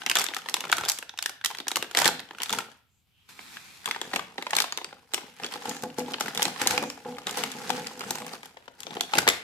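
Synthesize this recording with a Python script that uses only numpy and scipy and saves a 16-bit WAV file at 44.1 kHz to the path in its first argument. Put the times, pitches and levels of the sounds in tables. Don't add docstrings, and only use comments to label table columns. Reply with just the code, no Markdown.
import sys
import numpy as np
from scipy import signal
from scipy.fft import rfft, irfft, next_fast_len
from scipy.io import wavfile
from scipy.ndimage import uniform_filter1d, map_coordinates

SR = 44100
rng = np.random.default_rng(int(sys.argv[2]) if len(sys.argv) > 2 else 0)


def store_pcm(level_fs):
    pcm = np.round(np.clip(level_fs, -1, 1) * 32767).astype(np.int16)
    wavfile.write(sys.argv[1], SR, np.atleast_2d(pcm).T)


N = 415863


def amp(db):
    return 10 ** (np.asarray(db) / 20)


def unit(x):
    return x / np.sqrt(np.mean(x ** 2, axis=-1, keepdims=True) + 1e-20)


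def along(points, hz):
    f, v = np.transpose(points)
    return np.interp(np.log(hz + 1), np.log(f + 1), v)


def filtered(x, response):
    size = next_fast_len(N + SR // 4)
    spectrum = rfft(x, size) * response(np.fft.rfftfreq(size, 1 / SR))
    return irfft(spectrum, size)[..., :N]


def coloured(x, spectrum):
    return unit(filtered(x, lambda hz: amp(along(spectrum, hz))))


def band(x, lo_hz, hi_hz, order=2):
    edges = [lo_hz, min(hi_hz, SR / 2 - 1)]
    return signal.sosfilt(signal.butter(order, edges, 'band', fs=SR, output='sos'), x)


def pair(shape, apart):
    return rng.standard_normal(shape) + apart * rng.standard_normal((2, *shape))


def add(track, s, sound):
    start = max(round(s * SR), 0)
    part = track[:, start:start + sound.shape[-1]]
    part += sound[:, :part.shape[-1]]


def ticks(per_second, spread_db, apart):
    size = amp(spread_db * np.minimum(rng.exponential(size=N), 3))
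    return (rng.random(N) < per_second / SR) * size * pair((N,), apart)


def patchy(x, depth_db, width_bins, length_frames):
    z = signal.stft(x, nperseg=512)[2]
    field = rng.standard_normal(z.shape[1:])
    field = uniform_filter1d(field, width_bins, 0)
    field = uniform_filter1d(field, length_frames, 1)
    z = z * amp(depth_db * field / field.std())
    return signal.istft(z, nperseg=512)[1][:, :N]


# frequency in Hz, gain in dB.
HUSH_COLOUR = [(15, -51.5), (25, -18), (43, -4.5), (97, 4.5), (363, -17), (1840, -27.5), (2410, -19),
               (5000, -26), (6920, -36), (12500, -22.5), (14800, -21.5), (16000, -30.5)]


def room_hush(level_db=-66.5):
    return amp(level_db) * coloured(pair((N,), 1.0), HUSH_COLOUR)


SWELL_DB = 20


def swell(t, start, end, rise, fall):
    before = np.maximum(start - t, 0) / rise
    after = np.maximum(t - end, 0) / fall
    return amp(-SWELL_DB * (before + after))


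HOLD_ATTACK_S, HOLD_RELEASE_S = 0.022, 0.082
HELD_SNACKS_DB = -3.5
# start in seconds, end in seconds,
# film level in dB before the layer trims.
HOLDS = [(0, 0.937, -50.5), (0.953, 1.9, -68.5), (1.895, 2.744, -58), (3.84, 4.945, -57.5),
         (4.95, 5.299, -65), (5.39, 6.92, -57), (6.912, 8.376, -54.5), (8.407, 8.8, -61.5),
         (8.798, 9.43, -55)]
# peak in seconds, rise in seconds, fall in seconds,
# film level in dB, snack level in dB (both before the layer trims).
SWELLS = [(.01, 0.042, 0.081, -43, -48), (.16, .012, 0.056, -24, -41), (.195, .04, 0.053, -25.5, -40),
          (.36, .03, 0.056, -43.5, -58), (.555, .03, 0.099, -48.5, -63), (.75, 0.042, 0.25, -40, -61),
          (.905, 0.086, 0.025, -32, -60), (1.24, .06, .12, -67.5, -69), (1.47, .03, .2, -57, -56),
          (1.77, 0.037, .13, -45.5, -42), (1.985, 0.029, 0.089, -19, -32), (2.069, .05, 0.028, -21, -30),
          (2.43, 0.0255, 0.15, -42, -63), (2.548, 0.099, 0.1, -33.5, -35), (3.863, 0.03, 0.18, -38, -42),
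          (4.026, 0.023, 0.14, -42, -44), (4.15, 0.091, 0.14, -40, -41), (4.39, 0.026, 0.29, -46.5, -53),
          (4.58, .065, 0.054, -27.5, -38), (5.15, 0.047, 0.27, -44, -49), (5.45, 0.106, 0.095, -40.5, -45),
          (5.525, 0.044, 0.14, -38, -50), (5.68, 0.14, 0.2, -37, -43), (5.839, .04, 0.04, -44, -44),
          (5.986, .02, 0.11, -37.5, -46), (6.11, .1, .1, -40, -42), (6.215, 0.032, 0.22, -35.5, -39),
          (6.41, 0.076, 0.21, -31.5, -36), (6.616, 0.054, .07, -28, -44), (6.719, 0.12, 0.16, -27, -35),
          (7.09, .08, 0.2003, -47, -50), (7.274, 0.02, 0.25, -35.5, -39),
          (7.389, 0.063, 0.14, -28.5, -34.5), (7.74, 0.42, 0.32, -36, -38.5), (8.1, 0.26, 0.28, -41, -41.5),
          (8.35, 0.16, 0.044, -40.5, -50), (8.455, .04, 0.061, -46, -51), (8.949, 0.12, .13, -45, -41),
          (9.18, 0.083, 0.067, -28, -30), (9.283, .015, 0.096, -27, -38)]


def handling():
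    t = np.arange(0, N / SR, .001)
    film = 0
    for start, end, db in HOLDS:
        film = film + (amp(db) * swell(t, start, end, HOLD_ATTACK_S, HOLD_RELEASE_S)) ** 2
    stir = film * amp(HELD_SNACKS_DB) ** 2
    for s, rise, fall, film_db, snacks_db in SWELLS:
        power = swell(t, s, s, rise, fall) ** 2
        film = film + amp(film_db) ** 2 * power
        stir = stir + amp(snacks_db) ** 2 * power
    return [np.interp(np.arange(N) / SR, t, np.sqrt(power)) for power in (film, stir)]


# time in seconds, flow from 0 to 1.
POUR = [(5.2, 0.39), (5.5, 1), (8.3, 1), (8.5, 0.1)]


def pouring():
    return np.interp(np.arange(N) / SR, *np.transpose(POUR))


FIZZ_DB, FIZZ_GROWS = -12.5, 0.95
# frequency in Hz, gain in dB.
FILM_COLOUR = [(400, -5), (620, -2), (820, 10.5), (1100, 0), (1450, 6), (2300, 5.5), (3400, 4), (5000, 8),
               (7600, -1), (9500, 1), (12500, -4.5), (15500, -9.5)]


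def crackle(film, crackle_db=0.5, fizz_db=9.0, split_hz=5000, wrinkle_t60=0.023):
    fizz = amp(FIZZ_DB) * film ** FIZZ_GROWS
    fine = .5 * pouring()
    coarse_energy = unit(ticks(750, 3.8, .3)) ** 2
    fine_energy = unit(ticks(2500, 3., .5)) ** 2
    energy = (1 - fine) * coarse_energy + fine * fine_energy
    t = np.arange(SR // 100) / SR
    flutter = amp(-60 * t / wrinkle_t60)
    power = signal.fftconvolve(energy, flutter[None] ** 2, axes=1)[:, :N]
    grains = np.sqrt(np.abs(power)) * pair((N,), 1.7)
    grains = coloured(patchy(grains, 1.8, 7, 2), FILM_COLOUR)
    low = unit(band(band(grains, 650, 13000), 200, split_hz, order=1))
    high = unit(band(band(grains, split_hz, 18000, order=1), 2600, 23000))
    return amp(crackle_db) * film * low + amp(fizz_db) * fizz * high


def crisp_ticks(film, tick_db=-5.5, per_second=260, spread_db=3.5, low_hz=1000, high_hz=7000, cycles=0.7, count=2600):
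    chance, t = rng.random((count, 2)), np.arange(SR // 150) / SR
    times = (np.arange(count) + 3 * chance[:, 0]) / per_second
    hz = (low_hz * (high_hz / low_hz) ** chance[:, 1])[:, None]
    size = amp(spread_db * np.minimum(rng.exponential(size=(count, 1)), 3))
    phase = 2 * np.pi * hz * t + hz / 3500 * rng.standard_normal((2, count, 1))
    clicks = size * unit(np.sin(phase) * np.exp(-hz * t / cycles))
    out = np.zeros((2, N))
    for k, s in enumerate(times):
        add(out, s, clicks[:, k])
    return amp(tick_db) * film * unit(band(out, 490, 14000))


# frequency in Hz, gain in dB.
POUCH_COLOUR = [(40, -37.5), (70, -18.5), (110, -9), (160, 3.5), (240, 3), (330, -11.5), (420, 0.5),
                (490, 3), (600, -11), (820, -6.5), (1100, -27), (2000, -50)]


def jostle(stir):
    return stir * coloured(ticks(260, 5.3, 0.36), POUCH_COLOUR)


SMALL_PER_S, SMALL_SPREAD_DB, SMALL_PAN_DB = 32, 5, 5.5
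SMALL_RING_DB, SMALL_CRACK_DB, SMALL_THUD_DB = 4.5, -5.5, 4
SMALL_LOW_HZ, SMALL_HIGH_HZ = 780, 3600
SMALL_FOLLOWS = 0.29


def small_snaps(film, count=305):
    chance, scatter = rng.random((count, 2)), rng.standard_normal((count, 4))
    s = (np.arange(count) + chance[:, 0]) / SMALL_PER_S
    pitch = SMALL_LOW_HZ * (SMALL_HIGH_HZ / SMALL_LOW_HZ) ** chance[:, 1]
    film_db = 20 * np.log10(film[np.minimum(s * SR, N - 1).astype(int)])
    offsets = SMALL_SPREAD_DB * scatter[:, :3] + [SMALL_RING_DB, SMALL_CRACK_DB, SMALL_THUD_DB]
    ring, crack, thud = offsets.T
    pan = SMALL_PAN_DB * scatter[:, 3]
    rows = []
    for start, end, hold_db in HOLDS:
        for k in np.flatnonzero((s >= start) & (s < end)):
            db = hold_db + SMALL_FOLLOWS * (film_db[k] - hold_db)
            rows.append((s[k], db + ring[k], pitch[k], db + crack[k], db + thud[k], pan[k]))
    return rows


# time in seconds,
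# lead in ms by which its sound reaches the left port first.
LEFT_LEAD = [(0, 0), (2, 0.00078), (4, 0.097), (8.2, 0.11), (8.6, 0.24), (9.4, 0.21)]
# start in seconds, ring level in dB, facet pitch in Hz,
# crack level in dB, thud level in dB (levels before the trims), left over right in dB.
SNAPS = [(.0186, -33, 1520, -62.5, -48, 4.5), (.0632, -20, 2730, -28.5, -36, -1),
         (.0712, -32, 2300, -48, -52, 0), (.0897, -36.5, 2970, -45, -54, -1.5),
         (.0978, -19, 2820, -20, -37, -1), (.1082, -32.5, 959, -42.5, -42, -1.5),
         (.1141, -17, 2620, -25, -41, 0.5), (.1544, -19.5, 3370, -19, -29, 0),
         (.1605, -21, 1488, -35.5, -38, -2.5), (.1692, -17.5, 3470, -24.5, -25.5, 3),
         (.1868, -24.5, 3400, -21.5, -40, -0.5), (.1954, -29, 5100, -21.5, -42, -2.5),
         (.2089, -27, 3430, -33.5, -32, 0.5), (.2152, -27.5, 2130, -24, -38, 1),
         (.2215, -29, 2700, -36, -46, 1.5), (.2409, -27, 7600, -25, -55, -5),
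         (.2555, -33.5, 1600, -52.5, -54, -0.5), (.2652, -30, 3600, -41.5, -57, 15),
         (.2866, -27.5, 3650, -45, -33.5, -0.5), (.3372, -29, 1970, -47, -47, 3),
         (.346, -31, 3500, -30.5, -50, -2), (.3658, -24.5, 1300, -29.5, -48, 1.5),
         (.3879, -38.5, 1460, -46, -57, 1), (.4598, -33.5, 930, -58, -38, 0),
         (.4871, -26.5, 1880, -33.5, -62, 3), (.4959, -36, 4460, -30, -59, -4.5),
         (.5415, -18, 3580, -20.5, -30.5, -0.5), (.567, -28, 990, -33, -48, -2),
         (.6063, -29, 2880, -29.5, -53, 1), (.6396, -29.5, 1400, -45, -35, 1),
         (.6516, -33, 1340, -41, -32, 0.5), (.671, -38.5, 1380, -55, -42, 1),
         (.6975, -28, 1760, -40.5, -31, -0.5), (.717, -25, 3300, -24, -43, -1.5),
         (.7265, -11, 1490, -22.5, -45, 2), (.7365, -33, 1388, -34, -42, -0.5),
         (.7684, -38.5, 3230, -28.5, -47, -5), (.7826, -24, 1340, -28, -29.5, -1),
         (.81, -30, 860, -34.5, -38, 1.5), (.8362, -27.5, 1340, -42, -30.5, -0.5),
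         (.8443, -34.5, 3360, -50, -43, 1.5), (.8507, -32, 3470, -30, -46, -4),
         (.8589, -31, 3500, -38, -32, 1.5), (.885, -23.5, 4700, -25.5, -44, 3.5),
         (.8893, -27, 4170, -18, -55, 2), (.8975, -24, 4630, -18, -45, -4.5),
         (.9175, -30.5, 5530, -23, -55, 2.5), (.9762, -40, 2208, -43.5, -69, 0.5),
         (.9873, -33.5, 3300, -30, -41, 0.5), (1.026, -32, 1590, -42, -41.5, 0.5),
         (1.094, -33, 3700, -48, -69, -1.5), (1.1386, -46, 865, -70, -46, -1),
         (1.1756, -38, 2809, -41, -67, 3.5), (1.1888, -24.5, 3800, -33.5, -60, -0.5),
         (1.2254, -26, 4760, -26.5, -60, 2), (1.239, -37, 2970, -43, -69, -1),
         (1.2597, -21, 1770, -23.5, -47, 0), (1.2944, -35, 1450, -31, -39.5, -0.5),
         (1.4129, -39, 1599, -59.5, -72, 1), (1.4408, -30.5, 1890, -48, -53, -1),
         (1.4469, -22.5, 1890, -20, -44, -0.5), (1.4593, -22, 3150, -20, -58, -1),
         (1.5027, -33, 894, -41.5, -52, -0.5), (1.5112, -31.5, 885, -41, -45, 2),
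         (1.5491, -32.5, 1980, -40.5, -50, 1.5), (1.5717, -42.5, 3570, -44, -55, 0.5),
         (1.5856, -31.5, 4453, -37.5, -42, -1), (1.6019, -31, 3600, -40.5, -35, -0.5),
         (1.6694, -31, 979, -62, -34, -3), (1.682, -22.5, 5560, -22.5, -49, 1),
         (1.7065, -34.5, 1380, -41.5, -51, 0.5), (1.716, -24.5, 3740, -30.5, -33, -0.5),
         (1.7581, -20.5, 3020, -21.5, -33, 3), (1.7684, -23.5, 1150, -22.5, -26.5, -1.5),
         (1.8255, -24, 2740, -30, -29, 0.5), (1.8439, -37.5, 1620, -50, -45, 0.5),
         (1.9123, -36.5, 1420, -38.5, -43, 1), (1.9492, -20, 2040, -30.5, -27, 1),
         (1.9719, -16.5, 3427, -18.5, -24, 0.5), (1.9878, -21, 1930, -18, -26, -2.5),
         (2.0004, -31.5, 3810, -24.5, -27, -4), (2.018, -17.5, 920, -23, -19.5, -1),
         (2.0449, -20.5, 3400, -26, -42, 7.5), (2.0562, -15, 1900, -18, -22.5, -1.5),
         (2.0622, -21, 1650, -24.5, -32, 1), (2.0777, -15.5, 4220, -16.5, -32, -2.5),
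         (2.0877, -26, 1420, -33, -21.5, 4), (2.1946, -32, 3893, -46, -43, -2),
         (2.2014, -37.5, 2020, -40.5, -44, 1.5), (2.3092, -36.5, 1730, -53.5, -37.5, 0.5),
         (2.3488, -40.5, 1410, -67, -51, -1), (2.3846, -36.5, 1440, -43.5, -68, -0.5),
         (2.4026, -31.5, 3040, -47, -38, -2), (2.4189, -26.5, 3010, -33, -64, 2),
         (2.4327, -27.5, 1980, -23, -64, -0.5), (2.4591, -34, 3530, -41.5, -55, 1),
         (2.4949, -25, 3470, -38, -59, 1.5), (2.504, -29, 1360, -30.5, -35.5, 1.5),
         (2.5274, -23, 3460, -24, -31, 1), (2.5334, -24.5, 940, -29, -28.5, -0.5),
         (2.5868, -22.5, 1360, -26.5, -31.5, 2.5), (2.6041, -31.5, 900, -46, -55, -4.5),
         (3.3915, -37, 2145, -71, -44, -3), (3.5697, -34, 1650, -59, -71, 0),
         (3.858, -23.5, 3550, -27.5, -57, 2.5), (3.876, -26.5, 1050, -44.5, -37, 2.5),
         (3.887, -31, 900, -39, -35, 3.5), (3.9112, -20.5, 2107, -31.5, -44, 0.5),
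         (3.947, -31, 1830, -58, -58, 1), (3.9615, -29, 915, -54.5, -38, 0),
         (4.0149, -25.5, 3400, -34.5, -30.5, 2), (4.1342, -26, 1960, -46, -26.5, 0.5),
         (4.138, -25, 1923, -34.5, -29, -2), (4.1602, -20, 2280, -26, -25, 3.5),
         (4.1936, -25.5, 1180, -41.5, -37, 3), (4.3813, -27.5, 1950, -63, -26.5, -1),
         (4.4242, -29.5, 2103, -39, -36.5, 3), (4.467, -25, 1006, -47, -31, -1),
         (4.5072, -29, 1880, -30, -53, 1.5), (4.5322, -17.5, 850, -41, -31, -0.5),
         (4.5518, -25.5, 4100, -29, -60, -1.5), (4.5662, -20.5, 3580, -18, -28.5, 5),
         (4.5859, -17.5, 2330, -22.5, -51, 3), (4.6021, -17.5, 3670, -20.5, -31, 3),
         (4.621, -24, 4600, -25.5, -56, -3), (4.6416, -26, 1050, -36, -31.5, -1),
         (4.7237, -24.5, 4490, -38, -40, 1), (4.7745, -25.5, 3720, -31.5, -34.5, 0),
         (4.7846, -33, 1030, -56, -53, 7), (4.8143, -37, 960, -61, -35.5, -1),
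         (4.845, -28.5, 4740, -43, -39, 2), (4.9271, -38.5, 805, -63, -40, 1),
         (5.1365, -26.5, 3940, -29, -28.5, -6), (5.1436, -22.5, 2960, -21.5, -51, 5.5),
         (5.1784, -29.5, 1010, -44, -33, 5), (5.3987, -37, 817, -54, -40, 2),
         (5.435, -29, 2620, -56, -34, -1), (5.4451, -26, 3320, -58, -30, 0.5),
         (5.4637, -32, 4560, -41.5, -43, 1), (5.5389, -31.5, 4456, -49.5, -36, -6),
         (5.5575, -34, 850, -52, -38, 2), (5.6549, -30, 856, -38.5, -34, 2.5),
         (5.6941, -50, 755, -27.5, -45, 6), (5.712, -33, 1910, -55, -48, 0),
         (5.7488, -51, 850, -44, -46, -1), (5.7663, -34.5, 816, -41, -45, 0),
         (5.8231, -46, 2560, -36.5, -49, -2), (5.8359, -31.5, 802, -33, -32, 0),
         (5.9845, -40, 846, -31.5, -24.5, 3), (5.9938, -49, 899, -31, -44, 4.5),
         (6.002, -35, 2400, -48, -44, 0), (6.0811, -37.5, 824, -52, -36, 4),
         (6.1191, -45, 3660, -39.5, -37, -4), (6.136, -30, 3030, -47, -38, 0),
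         (6.1414, -24.5, 3020, -47, -33, 0.5), (6.1834, -36, 900, -56, -45, 2),
         (6.2003, -36, 3900, -31, -45, 3.5), (6.208, -21, 843, -23, -27, 1),
         (6.2603, -30, 1490, -41, -31, 2), (6.2817, -27, 1770, -36, -30.5, 2),
         (6.3487, -34.5, 2460, -30.5, -32, 1), (6.3564, -34, 1960, -37, -44, 0.5),
         (6.3752, -24, 3600, -28, -47, 0.5), (6.395, -23, 846, -49.5, -31, 0),
         (6.4215, -21.5, 3114, -26, -29.5, 7.5), (6.4276, -27, 2630, -16, -40, -3),
         (6.4533, -19.5, 4200, -28.5, -25, -1), (6.48, -30.5, 820, -34.5, -29.5, 6),
         (6.5986, -34.5, 945, -42.5, -38, 1.5), (6.616, -23, 1780, -23.5, -25, 0.5),
         (6.6369, -33, 1500, -45, -36, 4.5), (6.662, -30, 2135, -41, -22, 4),
         (6.6724, -18, 3950, -14, -38, -0.5), (6.7084, -23, 1540, -22.5, -30, 1),
         (6.7778, -17, 2460, -29.5, -28, -2.5), (6.8256, -31, 860, -34, -22.5, 0.5),
         (6.8368, -28, 759, -38, -35, 2), (6.9009, -30.5, 5324, -38, -55, -1),
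         (7.184, -31.5, 845, -43, -42, 2), (7.2694, -24, 3730, -34.5, -30.5, 1),
         (7.282, -33, 1310, -40, -38, 0), (7.2932, -31, 2870, -36.5, -33, 2.5),
         (7.3097, -44, 1530, -30.5, -52, 0), (7.3719, -36, 740, -26.5, -25.5, 1),
         (7.383, -37.5, 796, -31, -31, 5), (7.4366, -22.5, 2167, -26.5, -29, 4.5),
         (7.5169, -37.5, 3500, -33, -54, 2), (7.6166, -37, 840, -44, -41, 1.5),
         (7.6943, -29, 5270, -39, -32, 1), (7.7025, -17.5, 840, -28.5, -48, 6),
         (7.8698, -29, 4800, -33.5, -46, 0), (7.9939, -40, 4570, -36.5, -42, -3),
         (8.0075, -30.5, 1340, -37.5, -33, 0), (8.0147, -34, 1290, -46, -41, -2),
         (8.0386, -35, 1380, -44, -50, 4), (8.107, -26.5, 860, -21, -30, 1.5),
         (8.1539, -32, 990, -30.5, -34.5, -3.5), (8.1841, -33, 810, -36, -59, 1.5),
         (8.2018, -38, 860, -41, -48, -1), (8.2192, -34.5, 1120, -44.5, -35, 0),
         (8.2652, -38, 1120, -36, -42, 2), (8.3347, -35, 4460, -41.5, -31.5, -1),
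         (8.4314, -39, 2280, -47, -42, 4.5), (8.457, -48, 3070, -42.5, -52, 6.5),
         (8.5704, -38.5, 910, -75, -39, 4), (8.6794, -37.5, 940, -74, -38, 5.5),
         (8.8038, -43, 3250, -35.5, -70, 3.5), (8.8327, -36.5, 3430, -42, -67, 6),
         (8.8678, -34, 3440, -63, -33, 6.5), (8.9073, -38, 3490, -66, -36, 6),
         (8.9315, -38, 1100, -62, -41, 1), (8.9679, -28.5, 473, -54, -26, 2),
         (9.035, -38, 3300, -47.5, -38, 2), (9.0086, -19.5, 3530, -22.5, -31, 2),
         (9.1357, -15.5, 838, -36, -30.5, 1.5), (9.1531, -24, 2670, -30, -21, -1),
         (9.1826, -18.5, 2062, -20.5, -21, 3.5), (9.186, -14, 1485, -16, -29, 2),
         (9.2275, -34.5, 800, -52, -30, -0.5), (9.2688, -24.5, 900, -51, -22, 1),
         (9.2772, -11, 1950, -19.5, -14.5, 1), (9.2874, -13, 2170, -13.5, -31, 2),
         (9.2998, -20, 3450, -38.5, -55, 0.5)]


def snaps(rows, attack_s=0.00045, ring_t60=0.017, crack_t60=0.015, click_t60=0.0023, click_db=10.5,
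          thud_t60=0.026, after_t60=0.069, after_db=-20.0, shape=1.22, facet_q=13.0, facet_db=1.0,
          overtone_db=-4.0, crack_trim_db=0.6):
    s, ring, pitch, crack, thud, pan = np.transpose(rows)[..., None]
    size = 1280
    t, hz = np.arange(size) / SR, np.fft.rfftfreq(size, 1 / SR)
    rise = 1 - np.exp(-t / attack_s)

    def noise(apart):
        return pair((len(s), size), apart)

    def fold(t60):
        return rise * (amp(-60 * (t / t60) ** shape) + amp(after_db - 60 * t / after_t60))

    def level(x, db):
        return unit(x) * amp(db) * np.sqrt(.005 * SR / size)

    def mode(f):
        phase = 2 * np.pi * f * t + f / 3500 * rng.standard_normal((2, len(s), 1))
        return unit(band(np.sin(phase) * np.exp(-np.pi * f * t / facet_q), 360, 12000))

    facet = mode(pitch) + amp(overtone_db) * mode(pitch * rng.uniform(1.046, 2.236, s.shape))
    sheet = unit(band(noise(0.89) * fold(ring_t60), 850, 3560))
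    sound = level(sheet + amp(facet_db) * facet, ring)
    click = rise * amp(click_db - 60 * t / click_t60)
    release = noise(3.1) * (fold(crack_t60) + click)
    bright = band(release, 4500, 13900) + 0.5 * band(release, 4800, 7100, order=1)
    sound += level(bright, crack + crack_trim_db)
    sound += level(band(noise(0.39) * fold(thud_t60), 261, 947, order=3), thud)
    side = np.array([.5, -.5])[:, None, None]
    lead = np.interp(s, *np.transpose(LEFT_LEAD)) / 1000
    delay = (.5 - side) * np.abs(lead)
    sound = irfft(rfft(sound) * np.exp(-2j * np.pi * hz * delay)) * amp(side * pan)
    out = np.zeros((2, N))
    for k, when in enumerate(s[:, 0]):
        add(out, when, sound[:, k])
    return out


# start in seconds, level in dB before the trim.
BUMPS = [(0.744, -53.5), (0.792, -49.5), (2.019, -54), (4.161, -53), (6.61, -46), (6.702, -41),
         (9.177, -38.5), (9.279, -44.5)]


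def bumps(trim_db=3.5):
    out, t = np.zeros((2, N)), np.arange(SR // 3) / SR
    fade = amp(-60 * t / .25)
    for s, db in BUMPS:
        push = unit(band(pair(t.shape, 0.42), 70, 150)) * fade
        add(out, s, amp(db + trim_db) * band(push, 50, 300))
    return out


# time in seconds, share of the ring time that is left.
PILE_DAMPING = [(7.1, 0.96), (7.4, 0.88)]
# frequency in Hz, level in dB, undamped ring time (t60) in seconds.
TABLE_MODES = [(147.1, -17, 0.71), (170, -10, 0.35), (223.6, -2.5, 0.24), (250, -5, 0.39), (285, -9, 0.44),
               (380, -19.5, 0.086), (492, 5, 0.25), (740, -4, 0.19), (804, -9.5, 0.11), (835, -2.5, 0.19),
               (1050, -32, .15), (1340, -23, .12), (1450, -22.5, 0.095)]


def table_ring(s, scatter_db, detune, contact_s=0.0013):
    t = np.arange(SR // 4) / SR
    hz, db, t60 = np.transpose(TABLE_MODES)[..., None]
    strength, shift = rng.standard_normal((2, *hz.shape))
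    life = t60 * np.interp(s, *np.transpose(PILE_DAMPING)) / np.log(1000)
    tone = np.sin(2 * np.pi * hz * (1 + detune * shift) * t)
    modes = amp(db + scatter_db * strength) * np.exp(-t / life) * tone
    return modes.sum(axis=0) * (1 - np.exp(-t / contact_s))


# start in seconds,
# level in dB before the trim.
DROPS = [(2.055, -21.5), (5.555, -37), (5.68, -25), (5.833, -23), (5.984, -21.5), (6.082, -32),
         (6.204, -34), (6.392, -31), (6.613, -28), (6.702, -23.5), (6.736, -22), (6.774, -24),
         (6.82, -22.5), (7.055, -27), (7.084, -29), (7.12, -34.5), (7.277, -47.5), (7.37, -27.5),
         (7.56, -31.5), (7.697, -22.5), (7.777, -29), (7.88, -42.5), (7.975, -34), (8.063, -37),
         (8.21, -29.5)]


def drops(trim_db=-7.0, knock_db=-1.5, knock_t60=0.092, rock_s=0.024, rock_db=-7.5, count=3):
    out, t = np.zeros((2, N)), np.arange(SR // 4) / SR
    for s, db in DROPS:
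        contacts = np.cumsum(np.r_[0, rock_s * rng.uniform(.5, 1.5, count - 1)])
        power = 0
        for k, contact in enumerate(contacts):
            fade = amp(k * rock_db - 60 * np.abs(t - contact) / knock_t60)
            power = power + (t >= contact) * fade ** 2
        knock = band(unit(band(pair(t.shape, 0.39), 190, 960)) * np.sqrt(power), 140, 990)
        ring = table_ring(s, scatter_db=2.5, detune=0.0075)
        add(out, s, amp(db + trim_db) * (ring + amp(knock_db) * knock))
    return out


# middle in seconds, half length in seconds,
# pitch in Hz, level in dB.
SCRAPES = [(2.964, 0.072, 7200, -75), (3.205, 0.088, 2940, -68), (5.731, 0.086, 6700, -47.5),
           (6.876, 0.054, 6440, -48.5), (7.117, 0.065, 6300, -71), (7.68, 0.34, 6840, -56),
           (8.15, 0.12, 8000, -51)]


def scrapes(width=1.13):
    out, t = np.zeros((2, N)), np.arange(SR * 3 // 5) / SR
    middle = t[-1] / 2
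    for s, half, hz, db in SCRAPES:
        hiss = unit(band(pair(t.shape, 2.0), hz / width, hz * width))
        add(out, s - middle, hiss * amp(db) * np.exp(-((t - middle) / half) ** 2))
    return out


# frequency in Hz, gain in dB.
RUB_COLOUR = [(60, -16), (140, 0), (260, 0), (400, -7.5), (650, -8.5), (900, -6.5), (1400, -4.5),
              (1900, -3.5), (2400, 0.5), (3000, -9), (3600, -4), (4200, -5), (7000, -10), (13000, -11),
              (15500, -19)]
# time in seconds, level in dB before the trim.
SLIDE = [(3.07, -78), (3.282, -65), (3.292, -47), (3.36, -51), (3.44, -45.5), (3.53, -43.5), (3.65, -47),
         (3.84, -51)]


def slide(trim_db=-1.0, drag_db=1.0, drag_hz=25):
    s, db = np.transpose(SLIDE)
    rub = amp(np.interp(np.arange(N) / SR, s, db, left=-120, right=-120))
    knots = np.arange(N) * drag_hz / SR
    drag = amp(drag_db * map_coordinates(rng.standard_normal(SR // 50), [knots]))
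    slips = coloured(patchy(ticks(8700, 1.7, 1.6), 1.2, 3, 30), RUB_COLOUR)
    return amp(trim_db) * rub * drag * slips


NUDGES_PER_S, NUDGE_SPREAD_DB = 30, 3


def pile(stir, nudge_db=-3.0, count=100):
    out, push = np.zeros((2, N)), stir * pouring()
    times = POUR[0][0] + (np.arange(count) + rng.random(count)) / NUDGES_PER_S
    for s, db in zip(times, NUDGE_SPREAD_DB * rng.standard_normal(count)):
        strength = amp(nudge_db + db) * push[min(round(s * SR), N - 1)]
        add(out, s, strength * table_ring(s, scatter_db=3.5, detune=.05)[None])
    return out


# frequency in Hz, t60 in seconds.
ROOM_DECAY = [(150, 0.5), (400, 0.28), (1000, 0.45), (3000, 0.47), (7000, 0.28), (15000, 0.27)]


def room_tail(gap_s=.005, alike_hz=1300):
    hz, t, z = signal.stft(rng.standard_normal((3, SR * 2 // 3)), SR, nperseg=256)
    alike = 1 / (1 + (hz[:, None] / alike_hz) ** 2)
    z = np.sqrt(alike) * z[0] + np.sqrt(1 - alike) * z[1:]
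    decay = amp(-60 * t / along(ROOM_DECAY, hz)[:, None])
    tail = signal.istft(z * decay, SR, nperseg=256)[1]
    return np.pad(tail / np.linalg.norm(tail[0]), ((0, 0), (round(gap_s * SR), 0)))


# frequency in Hz, gain in dB.
ROOM_LEVEL = [(100, -9), (400, -6.5), (500, -7), (630, -4.5), (850, -14.5), (1400, -12), (3000, -12),
              (8000, -10.5), (15000, -10.5)]


def room(x, count=3):
    turn = np.arange(N) // (SR // 20) % count
    wet = 0
    for k in range(count):
        wet = wet + signal.oaconvolve(x * (turn == k), room_tail(), axes=1)[:, :N]
    return filtered(wet, lambda hz: amp(along(ROOM_LEVEL, hz)))


def scene():
    film, stir = handling()
    bag = crackle(film) + crisp_ticks(film) + jostle(stir) + snaps(SNAPS + small_snaps(film))
    landing = band(drops() + pile(stir), 120, 5000)
    near = bag + bumps() + landing + scrapes() + slide()
    return near + room(near) + room_hush()


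TOP_HZ = 16300
# frequency in Hz, gain in dB.
MIC_COLOUR = [(20, -10), (50, -4), (110, -4.5), (450, -4.5), (610, -8.5), (800, -0.5), (1100, -1.5),
              (1450, -1), (2200, -2), (3400, 0), (5500, -2), (7700, -0.5), (9500, -5.5), (12500, -4),
              (15000, -10), (16000, -18)]


def record(dry):
    heard = filtered(dry, lambda hz: amp(along(MIC_COLOUR, hz)))
    return filtered(np.clip(heard, -1, 1), lambda hz: hz < TOP_HZ)


dry = scene()
out = record(dry)
store_pcm(out)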